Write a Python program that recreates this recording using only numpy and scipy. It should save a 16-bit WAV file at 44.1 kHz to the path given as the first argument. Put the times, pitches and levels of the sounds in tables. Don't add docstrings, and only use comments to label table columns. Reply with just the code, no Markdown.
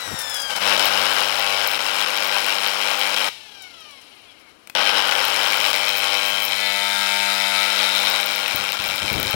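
import sys
import numpy as np
from scipy import signal
from scipy.fft import rfft, irfft, next_fast_len
from scipy.io import wavfile
from scipy.ndimage import uniform_filter1d, map_coordinates

SR = 44100
rng = np.random.default_rng(int(sys.argv[2]) if len(sys.argv) > 2 else 0)


def generate_wav(signal):
    frames = np.transpose(np.atleast_2d(signal))
    scaled = np.clip(frames, -1, 1) * 32767
    pcm = np.round(scaled).astype(np.int16)
    wavfile.write(sys.argv[1], SR, pcm)


N = 412335
T = np.arange(N) / SR

PULSE_HZ = 100.06
SEGMENTS = 24
OFF_S, ON_S = 3.292, 4.75
CATCH_S, CATCH_RISE_S = .618, .028
FREE_HZ, FREE_SLOWING_S = 1997, 2.1
COAST_HZ, BRAKE_HZ_PER_S = 967, 628
FREE_RATTLE_DB, FREE_CHATTER_DB, FREE_HISS_DB = -36.5, -39, -42.5
SURGE_DB = .8
HUM_WAVER = .16
BUZZ_FLUTTER_PER_ORDER = .006
AIR_DB = -57
EDGE_HZ = 15950

# time_s, place (0 beside the brushes, 1 at the shaft end)
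PLACE = [(6.5, 0), (6.62, 0.47), (6.8, 0.73), (6.95, 0.96), (7.62, 0.86), (8.2, 0.04)]
# time_s, segment_rate_hz, whine_db
LOADED = [(.6, 1510, -43), (.9, 1280, -31), (1.3, 1022, -55), (3.3, 968, -42), (4.75, 97.4, -54),
          (5.1, 852, -34), (5.9, 1261, -31.5), (6.3, 1321, -35), (7.6, 1295, -28), (8.15, 1435, -33),
          (9.35, 1331, -35.5)]
# start_s, length_s, grip (0-1)
FALSE_BITES = [(0.497, 0.041, 0.43), (0.553, 0.034, 0.62)]
# time_s, steadiness (0-1)
STEADY = [(.75, 0.26), (1.15, 0), (1.55, 0.48), (1.7, 0.1), (2.65, 0.17), (5.1, 0.1), (5.65, 0.15),
          (5.9, 0.35), (6.3, 0.58), (6.55, 0.29), (6.64, 0.7), (7.6, 0.66), (7.72, 0.33), (8.5, 0.18),
          (9.25, 0.03)]
# place (0-1 cycle), decay_s, rattle_db, chatter_db, hiss_db
KNOCKS = [(.5, .0024, -7, 2.5, 2), (.58, .0016, 1, -1.5, 2), (.85, .001, -6, -7, -1),
          (.95, .0009, 6, -5, -5), (.16, .001, -20, -8, -1), (.29, .0008, -1, -11, -14)]
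# time_s, rattle_db (frame), chatter_db (holders)
FIRST_RUN = [(0.62, -24, -25), (0.79, -20.5, -21), (0.83, -23.5, -24), (1.38, -27, -26), (1.65, -26, -26),
             (1.66, -29, -27), (1.95, -28, -26.5), (3.28, -28.5, -26)]
# time_s, rattle_db (frame), chatter_db (holders)
SECOND_RUN = [(4.79, -24.5, -25), (4.89, -25.5, -21), (4.93, -25, -25), (5.61, -26.5, -24),
              (6.02, -31, -26.5), (6.04, -27, -24.5), (6.43, -31, -26.5), (6.98, -31, -23.5),
              (7.62, -29, -22.5), (7.82, -27.5, -23), (8.14, -26.5, -23.5), (8.25, -30.5, -27),
              (9.33, -33.5, -28.5)]
# segment_rate_multiple, level_db
GLIDE_ORDERS = [(1, -5), (2, -2), (3, -3), (4, 8), (5, 7), (6, 4), (8, 0)]
# segment_rate_multiple, level_db
COAST_ORDERS = [(1, -2), (2, -1), (2.5, -15), (3, -5), (4, -5.5), (5, -5.5), (6, -5.5), (7, -4.5),
                (7.2, -15), (7.6, -12), (8, -6), (9, -8), (10, -3)]
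# segment_rate_multiple, level_db
LOADED_ORDERS = [(1, -6), (2, -5.5), (3, -13), (4, -31)]
# time_s, level_db
COAST_WHINE = [(3.3, -51), (3.45, -53.5), (3.63, -52.5), (3.8, -53.5), (3.95, -60), (4.3, -63), (4.7, -65)]
# frequency_hz, level_db
HOUSING = [(150, -24), (850, -3.5), (1400, 4), (1850, -2.5), (2300, 4), (3000, 6), (3400, 3.5), (3780, -6),
           (4000, 2.5), (4400, -13), (4950, 5.5), (5500, -4.5), (5800, -2), (6100, -21), (6900, -17),
           (7500, -18), (8000, -24), (12000, -25)]
# frequency_hz, level_db
COAST_COLOUR = [(150, -26), (600, -9), (900, -5.5), (1200, -1), (1600, -3), (1740, -5), (1950, -8),
                (2150, 8), (2700, 0), (3350, 6), (3550, -4), (3800, 1), (4250, -2), (4500, -6), (5600, -1),
                (6200, -12), (12000, -28)]
# frequency_hz, level_db
FRAME = [(100, -43), (250, -15.5), (400, -17), (520, 0.5), (610, -3), (690, -3.5), (830, 3.5), (1100, -1.5),
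         (1380, 2.5), (1600, 2), (1850, -10.5), (2300, -5.5), (4000, -29.5)]
# frequency_hz, level_db
HOLDERS = [(1200, -42.5), (1900, -3), (2300, -3), (2600, -4.5), (3050, -2), (3500, -4.5), (3850, -2),
           (4400, -7), (4800, -6.5), (5350, -3), (6100, -16), (9000, -67)]
# frequency_hz, level_db
BRUSHES = [(3500, -55), (6000, 0), (6700, 4), (8100, 1.5), (9200, 4), (10700, 0), (12000, -1), (14000, -5),
           (16000, -3)]
# time_s, frequency_hz, level_db
NEAR_RING = [(0, 3080, -26), (.7, 2940, 0), (1.8, 2840, 0), (3.2, 2870, -2.5), (4.8, 3014, 3),
             (5.5, 2850, 0.5), (5.9, 3070, -9), (6.45, 3170, -0.5), (6.56, 4120, -1), (6.68, 4100, 5),
             (6.78, 3620, -2), (7.25, 3700, -2), (7.6, 3860, -1), (8.05, 3770, 4), (8.4, 3720, -8)]
# frequency_hz, level_db, t60_s
CLACK_MODES = [(2362, 5, 0.015), (2510, 3.5, 0.012), (3130, -2.5, 0.023), (3430, -16, 0.012),
               (3770, -1, 0.0072), (4125, -4.5, 0.015), (5450, -5, 0.0052)]
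# start_s, length_s, level_db
GUSTS = [(0.058, 0.071, -42), (0.118, 0.04, -38), (8.48, 0.04, -57), (8.537, 0.028, -38.5),
         (8.565, 0.11, -49), (8.685, 0.052, -48), (8.788, 0.17, -46), (9.005, 0.095, -38.5),
         (9.105, 0.04, -33), (9.142, 0.07, -31), (9.205, 0.1, -37.5), (9.333, .04, -25.5)]
# frequency_hz, level_db
DRAUGHT_COLOUR = [(20, -21), (80, 3.5), (160, 1), (350, -3.5), (700, -6), (2000, -67)]
# frequency_hz, level_db
AIR_COLOUR = [(20, -13), (80, -1.5), (160, -4.5), (300, 2.5), (800, -3), (2000, -5.5), (6000, -17),
              (16000, -29)]
# start_s, peak_db
SIZZLES = [(0.189, -16.5), (0.2014, -22), (0.2144, -19.5), (0.2965, -20), (0.342, -16), (0.366, -17),
           (0.399, -20), (0.4179, -18), (0.5614, -16), (3.6212, -30), (3.803, -38), (3.908, -39),
           (4.013, -41), (4.396, -50), (4.41, -51), (4.492, -51)]
# frequency_hz, level_db
SIZZLE_COLOUR = [(3500, -32), (5400, 10), (6200, 0), (8500, -0.5), (10400, 3.5), (12500, -7), (15000, -4),
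                 (16000, -1.5)]
# pulse_rate_multiple, brush_side_db, halfway_db, shaft_end_db
BUZZ = [(5, -43, -43.5, -52.5), (6, -38, -38, -42.5), (7, -43, -40, -41), (8, -39, -44.5, -42.5),
        (9, -42, -38.5, -34.5), (10, -45.5, -47, -43), (11, -39.5, -54, -50), (12, -47, -46.5, -44.5),
        (13, -53, -44, -38), (14, -41.5, -46, -38), (15, -43.5, -39, -42), (16, -42, -47, -38.5),
        (17, -56, -39, -46), (18, -49, -44, -43), (19, -63, -54, -44), (20, -56, -35, -42.5),
        (21, -66, -52, -37), (22, -49, -37, -44), (23, -39, -41, -36.5), (24, -67, -55, -51),
        (25, -45, -36, -44), (26, -38, -39, -52), (27, -61, -46, -51), (28, -71, -54, -50),
        (29, -50, -43, -50), (30, -51, -41, -51), (31, -48, -42, -49), (32, -79, -57, -54),
        (33, -62, -46, -40), (34, -62, -46, -49), (35, -62, -53, -50), (36, -62, -30, -42),
        (37, -53, -50, -37), (38, -55, -41, -39.5), (39, -56, -52, -43.5), (40, -43, -54, -49),
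        (41, -58, -53, -44), (42, -49, -58, -55), (43, -58, -45, -47), (47, -62, -43, -47),
        (48, -60, -52, -44), (51, -74, -54, -45), (52, -65, -56, -54), (53, -75, -59, -53),
        (55, -54, -58, -54)]
# time_s, level_db at the pulse rate, level_db at twice it
HUM = [(.6, -55, -47), (1.6, -57.5, -56), (2.4, -71.5, -54.5), (3.3, -73, -53), (4.8, -64, -49),
       (5.3, -59.5, -58.5), (6.4, -61.5, -55), (7, -63, -47.5), (8.1, -63.5, -49.5), (8.4, -67, -56)]
# pulse_rate_multiple, level_db
HUM_ORDERS = [(3, -24), (4, -24.5)]
# start_s, peak_db
JOLTS = [(0.777, -7), (0.795, -3), (1.792, -7), (2.062, -6), (3.163, -10), (4.7514, -4), (5.111, -9),
         (5.7306, -3), (8.721, -3), (8.73, -8), (8.77, -10), (8.79, -13), (8.889, -6), (9.2295, -8)]
# frequency_hz, level_db
JOLT_COLOUR = [(300, -63), (800, -15), (1800, -2), (2400, 6), (3200, 4.5), (4500, 0), (5500, -5),
               (7000, -9), (16000, -26)]
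# start_s, peak_db, brightest_hz
SPARKS = [(0.8545, -11, 15000), (1.1343, -22, 14900), (1.3942, -21, 14300), (1.6735, -11, 13000),
          (1.714, -18, 15500), (2.1725, -17, 15700), (2.2433, -21, 14200), (2.2736, -20, 14300),
          (2.4633, -18, 14300), (2.6738, -19, 12800), (2.9932, -22, 14300), (5.2515, -13, 14600),
          (5.2809, -21, 12500), (5.471, -19, 14400), (5.5707, -16, 15300), (5.7316, -20, 14300),
          (5.7615, -20, 14500), (5.8905, -17, 15600), (5.9614, -21, 14500), (5.9708, -16, 14600),
          (5.9814, -18, 13000), (5.9914, -18, 13000), (6.2512, -22, 13200), (6.2612, -23, 13000),
          (6.2712, -21, 13000), (6.2812, -23, 13000), (6.2912, -23, 13000), (6.3012, -21, 13000),
          (6.4011, -22, 13000), (6.421, -18, 12900), (6.4311, -20, 12900), (6.4408, -16, 13000),
          (6.451, -11, 13000), (6.4611, -18, 12900), (6.4911, -21, 12500), (6.5711, -25, 13500),
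          (7.9593, -17, 15200), (8.0497, -21, 14500), (8.099, -14, 15600), (8.2102, -18, 13200),
          (8.26, -16, 14340), (8.31, -23, 15200), (8.3597, -16, 12900), (8.48, -20, 12700),
          (8.5594, -10.5, 14500), (8.7196, -19, 12900), (8.8395, -22, 13900), (8.8787, -19, 14000),
          (8.958, -18, 12700), (9.1287, -16, 14100), (9.199, -17, 12700), (9.2284, -13, 14300),
          (9.3082, -11, 15660)]
# brightest_hz_multiple, level_db
SPARK_COLOUR = [(.1, -35), (.2, -20), (0.401, -18), (.55, -28), (.92, 0), (1, 5), (1.2, 0.5)]
# frequency_hz, level_db
RUB_COLOUR = [(200, -27), (500, -13), (850, -3.5), (1100, -11), (1450, -5.5), (1850, -16.5), (2300, -4),
              (2650, -2.5), (3100, 2.5), (3500, -11), (3900, -1.5), (4700, -8.5), (5400, -8), (6200, -15.5),
              (8000, -19), (10000, -15.5), (14000, -25)]
# frequency_hz, level_db
SWISH_COLOUR = [(6500, -30), (8700, -1), (10600, 0), (12500, -14), (16000, -18)]
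# start_s, peak_db, ring_hz, ring_db
SWITCH = [(4.673, -27, 2270, -12), (4.698, -21.5, 2510, -1)]
# frequency_hz, level_db
SWITCH_COLOUR = [(200, -6), (700, 0.5), (3500, -1), (6500, -9), (16000, -8)]
# frequency_hz, t60_s
ROOM_T60 = [(150, 0.033), (1000, 0.1), (4000, 0.64), (14000, 0.4)]


def amp(db):
    return 10 ** (np.asarray(db) / 20)


def unit(x):
    return x / np.sqrt(np.mean(x ** 2) + 1e-20)


def evened(x):
    return x / np.sqrt(uniform_filter1d(x ** 2, size=8820) + 1e-9)


def read(points, hz):
    f, value = np.transpose(points)
    return np.interp(np.log(hz + 1), np.log(f), value)


def curve(rows, axis=1):
    rows = np.array(rows)
    return np.interp(T, rows[:, 0], rows[:, axis])


def gains_of(orders):
    return [(order, amp(db)) for order, db in orders]


def wander(hz):
    size = next_fast_len(N, True)
    f = np.fft.rfftfreq(size, 1 / SR)
    spectrum = rfft(rng.standard_normal(size)) * np.exp(-(f / hz) ** 2)
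    return unit(irfft(spectrum, size)[:N])


def colour(x, points, size=4096):
    log_gain = np.log(amp(read(points, abs(np.fft.fftfreq(size, 1 / SR)))))
    taps = np.fft.ifft(np.exp(np.conj(signal.hilbert(log_gain)))).real
    return signal.oaconvolve(x, taps[:size // 2])[:len(x)]


def resonate(x, hz, width_hz):
    turn = np.exp(2j * np.pi * np.cumsum(hz) / SR)
    r = np.exp(-np.pi * width_hz / SR)
    return 2 * (turn * signal.lfilter([1 - r], [1, -r], x / turn)).real


def stack(orders, hz, flutter, flutter_hz, phases=None, flutter_per_order=0):
    turns = np.float32(np.cumsum(hz * np.ones(N)) / SR % 10)
    out = np.zeros(N)
    knots_s = np.arange(0, N / SR + 1, 1 / flutter_hz)
    for order, gain in orders:
        depth = flutter + flutter_per_order * order
        draws = depth * rng.standard_normal((2, 4096))
        level, phase = (np.interp(T, knots_s, v[:len(knots_s)]) for v in draws)
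        start = 2 * np.pi * rng.random() if phases is None else phases[round(order)]
        angle = np.float32(2 * np.pi * round(order, 1) * turns + start + phase)
        out += gain * (1 + level) * np.cos(angle)
    return np.sqrt(2) * out


def add(mix, s, sound):
    part = mix[max(round(s * SR), 0):][:len(sound)]
    part += sound[:len(part)]


def burst(points, decay_s, size=3000):
    puff = colour(rng.standard_normal(size) * np.exp(-np.arange(size) / SR / decay_s), points)
    return puff / abs(puff).max()


def powered():
    return uniform_filter1d(1. * ((T < OFF_S) | (T > ON_S)), size=64)


def caught():
    trials = sum(grip * ((T > start) & (T < start + length)) for start, length, grip in FALSE_BITES)
    held = np.clip((T - CATCH_S) / CATCH_RISE_S + 1, 0, 1)
    return np.clip(held + uniform_filter1d(trials, size=256), 0, 1)


def at_shaft_end():
    return np.clip(curve(PLACE), 0, 1)


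def speed():
    free = FREE_HZ * np.exp(-T / FREE_SLOWING_S)
    coast = np.maximum(COAST_HZ - BRAKE_HZ_PER_S * (T - OFF_S), 1)
    return np.select([T < CATCH_S, (T > OFF_S) & (T < ON_S)], [free, coast], curve(LOADED))


def mains_pulses(steady):
    jitter_s, uneven_db, lopsided_db = .0002, 1.9, .4
    cycle = np.arange(int(N / SR * PULSE_HZ))
    loose = 1 - np.interp(cycle / PULSE_HZ, T, steady)
    envelopes = []
    for place, decay_s, *_ in KNOCKS:
        late, force = rng.standard_normal((len(cycle), 2)).T
        strike_s = (cycle + place) / PULSE_HZ + jitter_s * late * loose ** 2
        at = np.clip(strike_s * SR, 0, N - 1).astype(int)
        strikes = np.zeros(N)
        strikes[at] = amp(uneven_db * np.minimum(force, 1.4) * loose + lopsided_db * (-1) ** cycle)
        envelopes.append(signal.lfilter([1], [1, -np.exp(-1 / (SR * decay_s))], strikes))
    return np.array(envelopes)


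def knocking(pulses, bed, axis):
    bite = np.maximum(caught(), .04)
    power = bed ** 2 + bite * (amp(np.array(KNOCKS)[:, axis]) ** 2 @ pulses ** 2)
    return np.sqrt(power / uniform_filter1d(power, size=8820))


def run_levels():
    rows = list(FIRST_RUN) + list(SECOND_RUN)
    return curve(rows, axis=1), curve(rows, axis=2)


def drive(steady, surge_hz=16, lull_db=-8, lull_s=0.0106, hiss_db=-11, shaft_end_hiss_db=-0.5,
          slow_hiss_db=-8):
    rattle_db, chatter_db = run_levels()
    slow = np.maximum(1 - speed() / COAST_HZ, 0)
    brush_db = chatter_db + hiss_db + shaft_end_hiss_db * at_shaft_end() + slow_hiss_db * slow
    loaded = [rattle_db, chatter_db, brush_db]
    free = [FREE_RATTLE_DB, FREE_CHATTER_DB, FREE_HISS_DB]
    lulls = uniform_filter1d(sum(1. * ((T > s - lull_s) & (T < s)) for s, _ in JOLTS), size=64)
    uneven_db = SURGE_DB * (1 - steady) * wander(surge_hz) + lull_db * lulls
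    return [powered() * amp(low + caught() * (high + uneven_db - low)) for low, high in zip(free, loaded)]


def commutator(pulses, glide_db=-35, fade_db_per_s=-7, sway_db=2, sway_hz=12, wobble=0.0035,
               coast_wobble=0.00295, loaded_db=-4):
    hz, on = speed(), powered()
    sway = amp(sway_db * wander(sway_hz))
    free = stack(gains_of(GLIDE_ORDERS), hz * (1 + wobble * wander(75)),
                 flutter=0.12, flutter_hz=90, flutter_per_order=0.045)
    free = colour(free * amp(glide_db + fade_db_per_s * T) * (T < CATCH_S), HOUSING)
    coasting = stack(gains_of(COAST_ORDERS), hz * (1 + coast_wobble * wander(40)),
                     flutter=0.15, flutter_hz=69.8, flutter_per_order=0.049)
    coasting = colour(coasting * amp(curve(COAST_WHINE)) * (1 - on), COAST_COLOUR)
    loaded = stack(gains_of(LOADED_ORDERS), hz, flutter=0.6, flutter_hz=70.2)
    loaded = loaded * amp(loaded_db + curve(LOADED, axis=2))
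    chopped = loaded * on * caught() * knocking(pulses, bed=0.82, axis=3)
    return sway * (free + coasting) + chopped


def contact(steady, grain_db):
    grit = amp(grain_db * (1 - steady) * np.clip(wander(2000), -2, 2))
    return rng.standard_normal(N) * grit / np.sqrt(uniform_filter1d(grit ** 2, size=4410))


def clack_share(share_per_db, shaft_end_loss):
    rattle_db, chatter_db = run_levels()
    share = share_per_db * (chatter_db - rattle_db) * (1 - shaft_end_loss * at_shaft_end())
    return np.clip(share, 0, .9)


def clack(pulses, steady):
    strikes = np.maximum(np.diff(pulses[0], prepend=0), 0)
    t = np.arange(1500) / SR
    out = np.zeros(N)
    for hz, db, t60_s in CLACK_MODES:
        envelope = amp(db - 60 * t / t60_s) * -np.expm1(-t / .0005)
        mode = envelope * np.sin(2 * np.pi * (hz * t + rng.random()))
        force = 1 + (1 - steady) * rng.uniform(-0.68, 1, N)
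        out += signal.oaconvolve(strikes * force, mode)[:N]
    return evened(out)


def frame_rattle(steady, pulses, bracket_hz=1390, bracket_db=-1, bracket_width_hz=170):
    frame = unit(colour(contact(steady, grain_db=0.0) * knocking(pulses, bed=0.93, axis=2), FRAME))
    hz = np.full(N, bracket_hz)
    bracket = resonate(resonate(frame, hz, bracket_width_hz), hz, bracket_width_hz)
    bracket = amp(bracket_db) * bracket * at_shaft_end() * (1 - .5 * steady)
    return frame * (1 - steady) + bracket


def holder_chatter(steady, pulses, ring_width_hz=380):
    share = clack_share(share_per_db=0.13, shaft_end_loss=0.88) * caught()
    scraping = contact(steady, grain_db=2.2) * knocking(pulses, bed=.33, axis=3)
    scrape = evened(colour(scraping, HOLDERS))
    holders = np.sqrt(1 - share) * scrape + np.sqrt(share) * clack(pulses, steady)
    ring = resonate(holders, curve(NEAR_RING), ring_width_hz)
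    holders = evened(holders + amp(curve(NEAR_RING, axis=2)) * ring)
    return holders * (1 - steady * np.sqrt(at_shaft_end())) ** 0.51


def rattle(steady, pulses, gains, chatter_db=0.4, hiss_db=0.5):
    frame_gain, chatter_gain, hiss_gain = gains
    frame = frame_rattle(steady, pulses) * frame_gain
    holders = amp(chatter_db) * holder_chatter(steady, pulses) * chatter_gain
    brushes = colour(contact(steady, grain_db=5.0) * knocking(pulses, bed=0.45, axis=4), BRUSHES)
    return frame + holders + amp(hiss_db) * unit(brushes) * hiss_gain


def air(draught_db=-67.0, fan_law=2, gust_db=2, edge_s=0.011):
    flow = amp(draught_db) * (speed() / COAST_HZ) ** fan_law
    for start, length, db in GUSTS:
        flow = flow + amp(db) * np.clip(np.minimum(T - start, start + length - T) / edge_s, 0, 1)
    buffet = unit(colour(rng.standard_normal(N), DRAUGHT_COLOUR) * amp(gust_db * wander(31)))
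    return buffet * flow + amp(AIR_DB) * unit(colour(rng.standard_normal(N), AIR_COLOUR))


def sizzles(gain_db=-1):
    out = np.zeros(N)
    for s, db in SIZZLES:
        add(out, s, amp(db + gain_db) * burst(SIZZLE_COLOUR, decay_s=0.0092))
    return out


def struck_phases(axis, bed=0.22):
    size = round(SR / PULSE_HZ)
    power = bed ** 2
    for knock in KNOCKS:
        since_s = (np.arange(size) / size - knock[0]) % 1 / PULSE_HZ
        power = power + (amp(knock[axis]) * np.exp(-since_s / knock[1])) ** 2
    return np.angle(rfft(rng.standard_normal(size) * power))


def stator_hum(gain, hum_db=0.5):
    low = sum(stack([(k, 1)], PULSE_HZ, HUM_WAVER, flutter_hz=12) * amp(curve(HUM, axis=k)) for k in (1, 2))
    upper = stack(gains_of(HUM_ORDERS), PULSE_HZ, HUM_WAVER, flutter_hz=9.9)
    return (amp(hum_db) * low * powered() + upper * gain) * caught()


def buzz(steady, gain, buzz_db=2.0, shaft_end_db=6.5, holders_from_hz=1900):
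    place = at_shaft_end()
    orders = [(round(k), np.interp(place, [0, .5, 1], amp(levels))) for k, *levels in BUZZ]
    of_frame, of_holders = struck_phases(axis=2), struck_phases(axis=3)
    low = np.arange(len(of_frame)) * PULSE_HZ < holders_from_hz
    phases = np.where(low, of_frame, of_holders)
    frame = evened(stack(orders, PULSE_HZ, flutter=0.14, flutter_hz=14, phases=phases,
                         flutter_per_order=BUZZ_FLUTTER_PER_ORDER))
    return amp(buzz_db + shaft_end_db * np.sqrt(place) * steady) * frame * np.sqrt(steady) * gain


def spark_colour(hz):
    return [(multiple * hz, db) for multiple, db in SPARK_COLOUR]


def crackle(pulses, gain, crackle_db=-9, bright_hz=14300, chance=0.6, spread_db=5, decay_s=0.0012,
            full_hz=1100, shaft_end_db=-4):
    strikes = (np.diff(pulses[0], prepend=0) > 0) * (rng.random(N) < chance)
    sizes = amp(spread_db * np.minimum(rng.exponential(size=N), 2))
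    arcs = signal.lfilter([1], [1, -np.exp(-1 / (SR * decay_s))], strikes * sizes)
    sparking = unit(colour(arcs * rng.standard_normal(N), spark_colour(bright_hz)))
    fast = np.minimum(speed() / full_hz, 1) ** 2
    return amp(crackle_db + shaft_end_db * at_shaft_end()) * sparking * gain * caught() * fast


def jolts(gain_db=-5.0):
    out = np.zeros(N)
    for s, db in JOLTS:
        add(out, s, amp(db + gain_db) * burst(JOLT_COLOUR, decay_s=0.00052))
    return out


def sparks(gain_db=3):
    out = np.zeros(N)
    for s, db, hz in SPARKS:
        add(out, s, amp(db + gain_db) * burst(spark_colour(hz), decay_s=0.0019))
    return out


def rubbing(rub_db=-46.0, rub_law=0.87, high_spot=0.69, slow_swing_db=1.5, squeak_hz=10900,
            squeak_db=-70, swish_db=-61):
    hz, off = speed(), 1 - powered()
    turns = np.cumsum(hz * off) / SEGMENTS / SR
    left = hz / COAST_HZ
    pressure = np.sin(2 * np.pi * (turns + high_spot))
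    swing = amp(slow_swing_db * (2.0 - left) * pressure)
    surface = map_coordinates(rng.standard_normal(1100), [turns % 1 * 1100], order=1, mode="grid-wrap")
    roughness = rng.standard_normal(N) + surface * np.sqrt(left) * off
    scrape = evened(colour(roughness, RUB_COLOUR)) * swing * left ** rub_law
    swish = unit(colour(rng.standard_normal(N), SWISH_COLOUR)) * np.sqrt(np.maximum(-pressure, 0))
    swish = swish * np.interp(T, [3.7, 3.95, 4.17, 4.4], [0, 1, 1, 0])
    squeak = wander(69.4) * np.sin(2 * np.pi * squeak_hz * T)
    squeak = squeak * np.interp(T, [4, 4.3, 4.6, 4.75], [0, 1, 1, 0])
    return amp(rub_db) * scrape * off + amp(swish_db) * swish + amp(squeak_db) * squeak


def switch(decay_s=0.004):
    out, t = np.zeros(N), np.arange(3000) / SR
    for s, db, hz, ring_db in SWITCH:
        ring = amp(ring_db) * np.sin(2 * np.pi * hz * t) * np.exp(-t / decay_s)
        add(out, s, amp(db) * (burst(SWITCH_COLOUR, decay_s=0.0029) + .5 * ring))
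    return out


def room(x, first_s=0.0061):
    hz, t, z = signal.stft(rng.standard_normal(SR // 2), SR, nperseg=256)
    decay = amp(-60 * t / read(ROOM_T60, hz)[:, None])
    tail = signal.istft(z * decay, SR, nperseg=256)[1]
    tail = tail * (np.arange(len(tail)) / SR > first_s)
    return signal.fftconvolve(x, tail / np.linalg.norm(tail))[:N]


def scene(room_db=-12, left_db=5.5, leak_db=-33, direct_leak=0.071, right_hiss_db=-72):
    steady = np.clip(curve(STEADY), 0, .97) * caught()
    pulses, gains = mains_pulses(steady), drive(steady)
    motor = commutator(pulses) + rattle(steady, pulses, gains) + sizzles()
    motor += buzz(steady, gains[0]) + stator_hum(gains[0]) + crackle(pulses, gains[2])
    motor += jolts() + sparks() + rubbing() + switch()
    sound = motor + amp(room_db) * room(motor) + air()
    leak = amp(leak_db) * (direct_leak * sound + room(motor))
    hiss = amp(right_hiss_db) * unit(colour(rng.standard_normal(N), AIR_COLOUR))
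    return np.array([amp(left_db) * sound, leak + hiss])


def record(dry):
    taps = signal.firwin(511, EDGE_HZ, window=("kaiser", 9), fs=SR)
    return signal.oaconvolve(np.clip(dry, -1, 1), taps[None], "same")


dry = scene()
out = record(dry)
generate_wav(out)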